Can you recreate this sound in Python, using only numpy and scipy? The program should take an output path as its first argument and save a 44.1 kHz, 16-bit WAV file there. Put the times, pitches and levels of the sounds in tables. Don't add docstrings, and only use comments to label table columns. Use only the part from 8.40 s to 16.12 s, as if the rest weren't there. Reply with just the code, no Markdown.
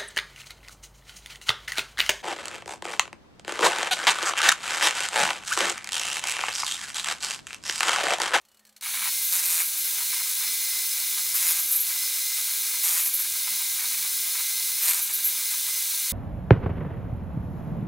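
import sys
import numpy as np
from scipy import signal
from scipy.fft import rfft, irfft
from scipy.io import wavfile
from scipy.ndimage import uniform_filter1d

SR = 44100
rng = np.random.default_rng(int(sys.argv[2]) if len(sys.argv) > 2 else 0)


def dump_mix(stems):
    frames = np.atleast_2d(stems).T
    limited = np.clip(frames, -1, 1)
    pcm = np.round(limited * 32767).astype(np.int16)
    wavfile.write(sys.argv[1], SR, pcm)


N = 340452
TIME = np.arange(N) / SR
TAPS = 4096
FREQS = np.fft.rfftfreq(TAPS, 1 / SR)
TOP_HZ = 15750


# (time [s], speed [turns/s])
RUN_UP = [(.41, 20), (.52, 200), (.62, 212), (.65, 285), (.68, 374), (.8, 363), (1.4, 360.3)]
START_S, SPEED_WANDER_HZ = 0.42, 0.7
FULL_LOAD_DB, SAG_HZ, INERTIA_S = -32, 18.5, 0.03
# (time [s], push width [s], return width [s])
PASSES = [(1.3, .3, 0.081), (3.36, 0.17, 0.11), (4.7, .14, 0.21), (6.68, .13, 0.23)]

# (start [s], length [s], level [dB])
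CUTS = [(.912, 0.088, -32), (1.02, 0.068, -34), (1.09, .125, -31.5), (2.938, 0.13, -33),
        (3.06, 0.065, -31.5), (3.135, .04, -36), (3.177, .02, -32.5), (3.3, 0.048, -38),
        (4.425, 0.18, -31.5), (4.652, .018, -34), (6.41, 0.062, -33), (6.47, 0.044, -29), (6.52, .075, -35)]
BITE_ATTACK_S, BITE_RELEASE_S = 0.012, 0.014
# (frequency [Hz], level [dB])
RASP_SPECTRUM = [(30, -75), (110, -56), (170, -34), (450, -30), (700, -10.5), (1500, -5), (2400, 1),
                 (3200, -5), (5000, 0.5), (7000, 2.5), (9000, 8), (10200, 4.5), (11000, 4.5), (13500, -4.5),
                 (15700, -7)]
# (multiple of the tooth rate, level [dB])
TOOTH_ORDERS = [(1, -21.5), (2, -4), (3, -13), (4, 2)]
TEETH_PER_TURN = 10

# (start [s], length [s], main modes level [dB], side modes level [dB])
GRAZES = [(.81, .09, -43, -36), (.915, 0.018, -36, -31), (1.045, .02, -31, -37), (1.19, 0.09, -34, -39),
          (1.365, .04, -39, -35), (1.44, .03, -42, -35), (2.936, .015, -30, -32), (3.07, .025, -28, -33),
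          (3.18, .12, -33, -42), (3.305, 0.024, -24.5, -37), (3.348, .015, -25, -29),
          (3.395, .018, -31, -29), (3.47, 0.061, -45, -39), (4.425, 0.021, -30, -35), (4.6, .08, -30, -36),
          (4.73, .02, -26, -32), (4.785, .02, -34, -31), (6.41, .03, -32, -33), (6.478, .015, -33, -32),
          (6.61, .025, -32, -33), (6.725, 0.029, -33, -31), (6.835, 0.037, -30, -27)]
GRAZE_ATTACK_S, PLATE_RELEASE_S = 0.012, 0.028
# (frequency [Hz], width [Hz], level [dB])
PLATE_MAIN = [(10020, 90, -5), (10160, 70, -4), (12415, 30, 0), (13540, 45, -9), (14540, 45, -3)]
PLATE_SIDE = [(11000, 40, -14), (11380, 35, -8), (11515, 30, -7), (12790, 22, 0), (12955, 22, -4)]
# (main modes level [dB], side modes level [dB])
PLATE_IN_CUT_DB = (-4, -8)

# (start [s], length [s], level [dB])
RATTLES = [(.42, .115, -37), (.535, .105, -35), (.64, 0.05, -32.5), (1.578, 0.062, -39),
           (1.722, 0.022, -35), (1.786, .035, -36), (1.855, .03, -41), (2.006, 0.037, -37),
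           (2.763, .03, -42), (3.52, 0.053, -43), (3.961, 0.03, -37), (4.229, 0.025, -40),
           (5.069, 0.024, -37), (5.199, 0.021, -38), (5.416, 0.054, -39), (5.507, 0.04, -36),
           (5.646, 0.025, -38), (5.97, 0.045, -37.5), (7.13, .026, -40.5), (7.264, 0.026, -42)]
RATTLE_IDLE_DB, RATTLE_WANDER_DB, RATTLE_LOAD_DB = -45.5, 3, -38.5
# (frequency [Hz], level [dB])
RATTLE_SPECTRUM = [(30, -75), (200, -46), (550, -24.5), (800, -4.5), (1000, -0.5), (1500, 2), (2300, 1.5),
                   (3200, 0), (6000, -10), (10000, 3), (15700, -15)]
# (frequency [Hz], width [Hz], lift [dB])
CABINET = [(460, 85, -5.5), (990, 67, 4.5), (1623, 61, 5), (2266, 270, 9.5), (2690, 106, -3),
           (2860, 150, 2.5), (3160, 130, -4), (3875, 460, 5), (4335, 160, 4.5), (6160, 190, 7),
           (9600, 280, 2), (10210, 400, 5.5), (12750, 450, -5.5), (14500, 550, 3.5)]

# (multiple of the motor speed, level [dB])
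MOTOR_ORDERS = [(1, -1.5), (4, 1), (8, 9), (12, 4)]
HUM_DB, HUM_LOAD_DB, HUM_WANDER_DB = -65.3, -4, 0.8
# (multiple of WHINE_HZ, level [dB])
WHINE_ORDERS = [(1, -73.5), (2, -54.5), (3, -55), (4, -86), (6, -52.5)]
WHINE_HZ = 802

# (multiple of the whistle pitch, level [dB])
WHISTLE_ORDERS = [(1, 2), (2, 1), (3, -7), (5, -13), (6, 0)]
# (frequency [Hz], width [Hz], level [dB])
SLOT = [(4110, 60, -15), (5190, 89, 20), (5300, 92, 10.5), (6240, 120, 7)]
WHISTLE_HZ, WHISTLE_SHARP_HZ, WHISTLE_SETTLE_S, WHISTLE_WANDER_HZ = 2057, 170, 0.06, 4
WHISTLE_DB, WHISTLE_COVERED_DB, WHISTLE_WANDER_DB = -45.5, -11, 1.65

# (frequency [Hz], level [dB])
AIR_SPECTRUM = [(30, -71), (100, -43), (250, -30), (500, -28), (750, -19.5), (1000, -17.5), (1700, -13),
                (2700, -6.5), (3500, -1), (4700, -1.5), (7000, 2.5), (9000, 3.5), (13000, 3.5), (15700, 6)]
RUSH_DB, RUSH_SLOW_DB, RUSH_COVERED_DB = -26.5, -3, -2

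# (time [s], level [dB])
KNOCKS = [(0.014, -50), (0.051, -46.5), (0.086, -48), (0.116, -47), (0.145, -46), (0.171, -46),
          (0.194, -43.5), (0.251, -41), (0.267, -44), (0.274, -47), (0.292, -42.5), (0.326, -49),
          (0.364, -34.5), (0.376, -43), (0.41, -26)]
# (frequency [Hz], level [dB])
WOOD_SPECTRUM = [(100, -9), (600, -22), (1500, 0), (4000, 2.5), (8000, 5), (11000, 3), (15700, 1)]
# (frequency [Hz], width [Hz], lift [dB])
BOARD_MODES = [(1790, 120, 4.3), (2250, 120, 6.8), (2930, 38, 11), (4300, 140, 13.6), (6080, 200, 3.6),
               (7700, 700, 4)]
# (time [s], pitch [Hz], level [dB])
SQUEAKS = [
    [(.06, 2940, -74), (.15, 2930, -64), (.185, 2925, -72)],
    [(.21, 1860, -69), (.27, 1780, -66), (.3, 1600, -69)],
]

# (frequency [Hz], level [dB])
RUMBLE_SPECTRUM = [(20, -13), (40, -2.5), (70, 1.5), (120, -3.5), (200, -9.5), (400, -26), (1000, -49)]
# (time [s], level [dB])
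RUMBLE_LEVEL = [(0.0, -84), (0.73, -98), (2.51, -89), (3.16, -69), (3.18, -72), (3.96, -76), (4.28, -85),
                (4.32, -77), (4.84, -89), (4.9, -62), (5.22, -88), (5.29, -67), (5.37, -77), (5.61, -69),
                (6.04, -78), (6.56, -72), (7.68, -90), (7.72, -77)]
# (start [s], length [s], level [dB])
DRONE_SWELLS = [(.53, 0.15, -62), (2.02, .09, -68), (3.14, 0.055, -62), (4.46, .14, -66),
                (5.08, 0.048, -60), (5.42, 0.21, -65)]
DRONE_DB, DRONE_WANDER_DB, DRONE_REST_DB = -73, 0.5, -79
# (frequency [Hz], level [dB])
ROOM_SPECTRUM = [(18, -48), (30, -11), (213, -8), (410, -4.5), (575, 2.5), (2550, -6), (4310, -8),
                 (4780, -7.5), (15500, -13)]


def cutting(speed, cut):
    bite = 0.9 + beats(speed / 2, decay=0.24, scatter_db=2.5)
    fibres = unit(noise() * amp(1.6 * walk(3400)) * bite)
    rasp = amp(5.0) * colour(fibres, RASP_SPECTRUM)
    teeth = tones(TEETH_PER_TURN * speed, TOOTH_ORDERS, blur_hz=54.8)
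    squeal = teeth * unit(bite * np.tanh(walk(350)))
    return (rasp + amp(-3.5) * squeal) * cut


def plate(speed, cut):
    out = 0
    for k, modes in enumerate([PLATE_MAIN, PLATE_SIDE]):
        contact = noise() * beats(speed, decay=0.27, scatter_db=3.5)
        singing = ring(contact, modes)
        swing = np.sqrt(uniform_filter1d(singing ** 2, size=900) + 1e-9)
        grazing = bursts(GRAZES, GRAZE_ATTACK_S, PLATE_RELEASE_S, axis=2 + k)
        pressure = np.hypot(grazing, amp(PLATE_IN_CUT_DB[k]) * cut)
        out = out + singing / swing * pressure
    return amp(3.0) * out


def air(speed, cover):
    eddies = noise() * amp(0.6 * walk(300))
    rush = colour(eddies, AIR_SPECTRUM, CABINET)
    dull = signal.lfilter(*signal.butter(1, 5000, fs=SR), rush)
    bright = rush - dull
    pace = np.abs(speed / np.median(speed))
    level_db = RUSH_DB + RUSH_SLOW_DB * (1 - pace) + RUSH_COVERED_DB * cover
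    return (dull + np.sqrt(pace) * bright) * amp(level_db)


def gears(speed, load):
    bunches = amp(3.7 * np.tanh(walk(70)))
    knocks = noise() * beats(np.maximum(speed, 300), decay=0.48, scatter_db=3.0) * bunches
    housing = colour(unit(knocks), RATTLE_SPECTRUM, CABINET)
    idle = amp(RATTLE_IDLE_DB + RATTLE_WANDER_DB * walk(32))
    fits = bursts(RATTLES, attack_s=0.0032, release_s=0.0099)
    loaded = amp(RATTLE_LOAD_DB) * load
    return housing * np.sqrt(idle ** 2 + fits ** 2 + loaded ** 2)


def whistle(cover):
    top_speed_s = max(RUN_UP, key=lambda row: row[1])[0]
    sharp = WHISTLE_SHARP_HZ * np.exp(-np.maximum(TIME - top_speed_s, 0) / WHISTLE_SETTLE_S)
    pitch = WHISTLE_HZ + sharp + WHISTLE_WANDER_HZ * walk(3)
    pitch = pitch * (1 + 0.00149 * walk(25))
    flutter = unit(amp(3 * np.tanh(walk(40))))
    gullets = amp(-3.5) * tones(pitch, WHISTLE_ORDERS, blur_hz=15) * flutter
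    slot = amp(4.5) * ring(noise(), SLOT)
    level_db = WHISTLE_DB + WHISTLE_COVERED_DB * cover + WHISTLE_WANDER_DB * walk(7)
    return (gullets + slot) * amp(level_db)


def motor(speed, load):
    hum_db = HUM_DB + HUM_LOAD_DB * load + HUM_WANDER_DB * walk(8.7)
    hum = tones(speed, MOTOR_ORDERS, blur_hz=0.99) * amp(hum_db)
    whine = tones(WHINE_HZ, WHINE_ORDERS, blur_hz=3.16)
    return hum + whine


def board():
    taps = np.zeros(N)
    decay = np.exp(-TIME[:TAPS] / 0.0063)
    for s, db in KNOCKS:
        start = int(s * SR)
        taps[start:start + TAPS] += amp(db) * rng.standard_normal(TAPS) * decay
    knocks = colour(taps, WOOD_SPECTRUM, BOARD_MODES)
    pitch = curve(np.vstack(SQUEAKS))
    squeak = tones(pitch, [(1, 0)], blur_hz=35) * spells(SQUEAKS, axis=2)
    return amp(-8.5) * knocks + amp(-5) * squeak


def lows(running):
    rumble = colour(noise(), RUMBLE_SPECTRUM) * amp(curve(RUMBLE_LEVEL))
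    drone_db = DRONE_REST_DB + running * (DRONE_DB - DRONE_REST_DB)
    steady = amp(drone_db + DRONE_WANDER_DB * walk(5.4))
    swell = np.hypot(steady, bursts(DRONE_SWELLS, attack_s=0.04, release_s=0.034))
    drone = ring(ring(noise(), [(211.5, 11, 0)]), [(210, 20, 0)]) * swell
    murmur = amp(-68) * colour(noise(), ROOM_SPECTRUM)
    return rumble + drone + murmur


def covering():
    cover = np.zeros(N)
    for s, push_s, return_s in PASSES:
        width = np.where(TIME < s, push_s, return_s)
        cover += np.exp(-((TIME - s) / width) ** 2)
    return cover


def braking(cut):
    keep = np.exp(-1 / (INERTIA_S * SR))
    return signal.lfilter([1 - keep], [1, -keep], cut / amp(FULL_LOAD_DB))


def amp(db):
    return np.exp(np.asarray(db) * np.log(10) / 20)


def unit(x):
    return x / np.sqrt(np.mean(x ** 2) + 1e-20)


def noise():
    return rng.standard_normal(N)


def walk(rate):
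    k = max(int(SR / rate), 2)
    steps = np.repeat(rng.standard_normal(N // k + 1), k)
    return unit(uniform_filter1d(steps, k)[:N])


def curve(rows, axis=1):
    rows = np.array(rows)
    return np.interp(TIME, rows[:, 0], rows[:, axis])


def spells(tables, axis=1, fade=0.013):
    gain = np.zeros(N)
    for table in tables:
        first, last = table[0][0], table[-1][0]
        gate = np.interp(TIME, [first - fade, first, last, last + fade], [0, 1, 1, 0])
        gain += amp(curve(table, axis)) * gate
    return gain


def bursts(rows, attack_s, release_s, axis=2):
    power = np.zeros(N)
    for row in rows:
        start = int(row[0] * SR)
        t = TIME[:min(N - start, SR)]
        rise = np.minimum(t / attack_s, 1)
        fall = np.exp(-np.maximum(t - row[1], 0) / release_s)
        power[start:start + len(t)] += (amp(row[axis]) * rise * fall) ** 2
    return np.sqrt(power)


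def beats(hz, decay, scatter_db):
    turns = np.cumsum(hz) / SR
    cycle = turns.astype(int)
    heights = amp(scatter_db * 2 * np.tanh(rng.standard_normal(N // 20) / 2))
    return unit(heights[cycle] * np.exp((cycle - turns) / decay))


def tones(hz, orders, blur_hz):
    total = 0
    for k, db in orders:
        pitch = k * hz + blur_hz * np.sqrt(k) * walk(150)
        total = total + amp(db) * np.sin(2 * np.pi * np.cumsum(pitch) / SR)
    return np.sqrt(2) * total


def colour(x, spectrum, bumps=()):
    hz, db = np.transpose(spectrum)
    db = np.interp(np.log(FREQS + 1), np.log(hz), db)
    for centre, width, lift in bumps:
        db = db + lift / (1 + (2 * (FREQS - centre) / width) ** 2)
    gain = unit(amp(db) / np.sqrt(1 + (FREQS / TOP_HZ) ** 20))
    cepstrum = irfft(np.log(gain))
    cepstrum[1:TAPS // 2] *= 2
    cepstrum[TAPS // 2 + 1:] = 0
    response = irfft(np.exp(rfft(cepstrum)))
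    return signal.oaconvolve(x, response)[:N]


def ring(x, modes):
    total = 0
    for hz, width, db in modes:
        b, a = signal.iirpeak(hz, hz / width, SR)
        total = total + amp(db) * unit(signal.lfilter(b, a, x))
    return unit(total)


def scatter(x, t60, wet_db):
    t = np.arange(int(t60 * SR) + 2) / SR
    tail = rng.standard_normal(len(t)) * np.exp(-np.log(1000) * t / t60)
    response = amp(wet_db) * tail / np.linalg.norm(tail)
    response[0] += 1
    return signal.fftconvolve(x, response / np.linalg.norm(response))[:N]


def scene():
    cut = bursts(CUTS, BITE_ATTACK_S, BITE_RELEASE_S)
    load = braking(cut)
    cover = covering()
    speed = curve(RUN_UP) - SAG_HZ * load + SPEED_WANDER_HZ * walk(3)
    running = np.clip((TIME - START_S) / 0.0051, 0, 1)
    tones_in = np.clip((TIME - 0.6) / 0.063, 0, 1)
    saw = running * (air(speed, cover) + gears(speed, load))
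    saw = saw + tones_in * (motor(speed, load) + whistle(cover))
    dry = saw + cutting(speed, cut) + plate(speed, cut) + board() + lows(running)
    return np.tile(scatter(dry, t60=0.1, wet_db=-11.5), (2, 1))


def record(dry):
    lowpass = signal.ellip(10, 0.2, 70, TOP_HZ, fs=SR, output="sos")
    return signal.sosfilt(lowpass, dry)


dry = scene()
out = record(dry)
dump_mix(out)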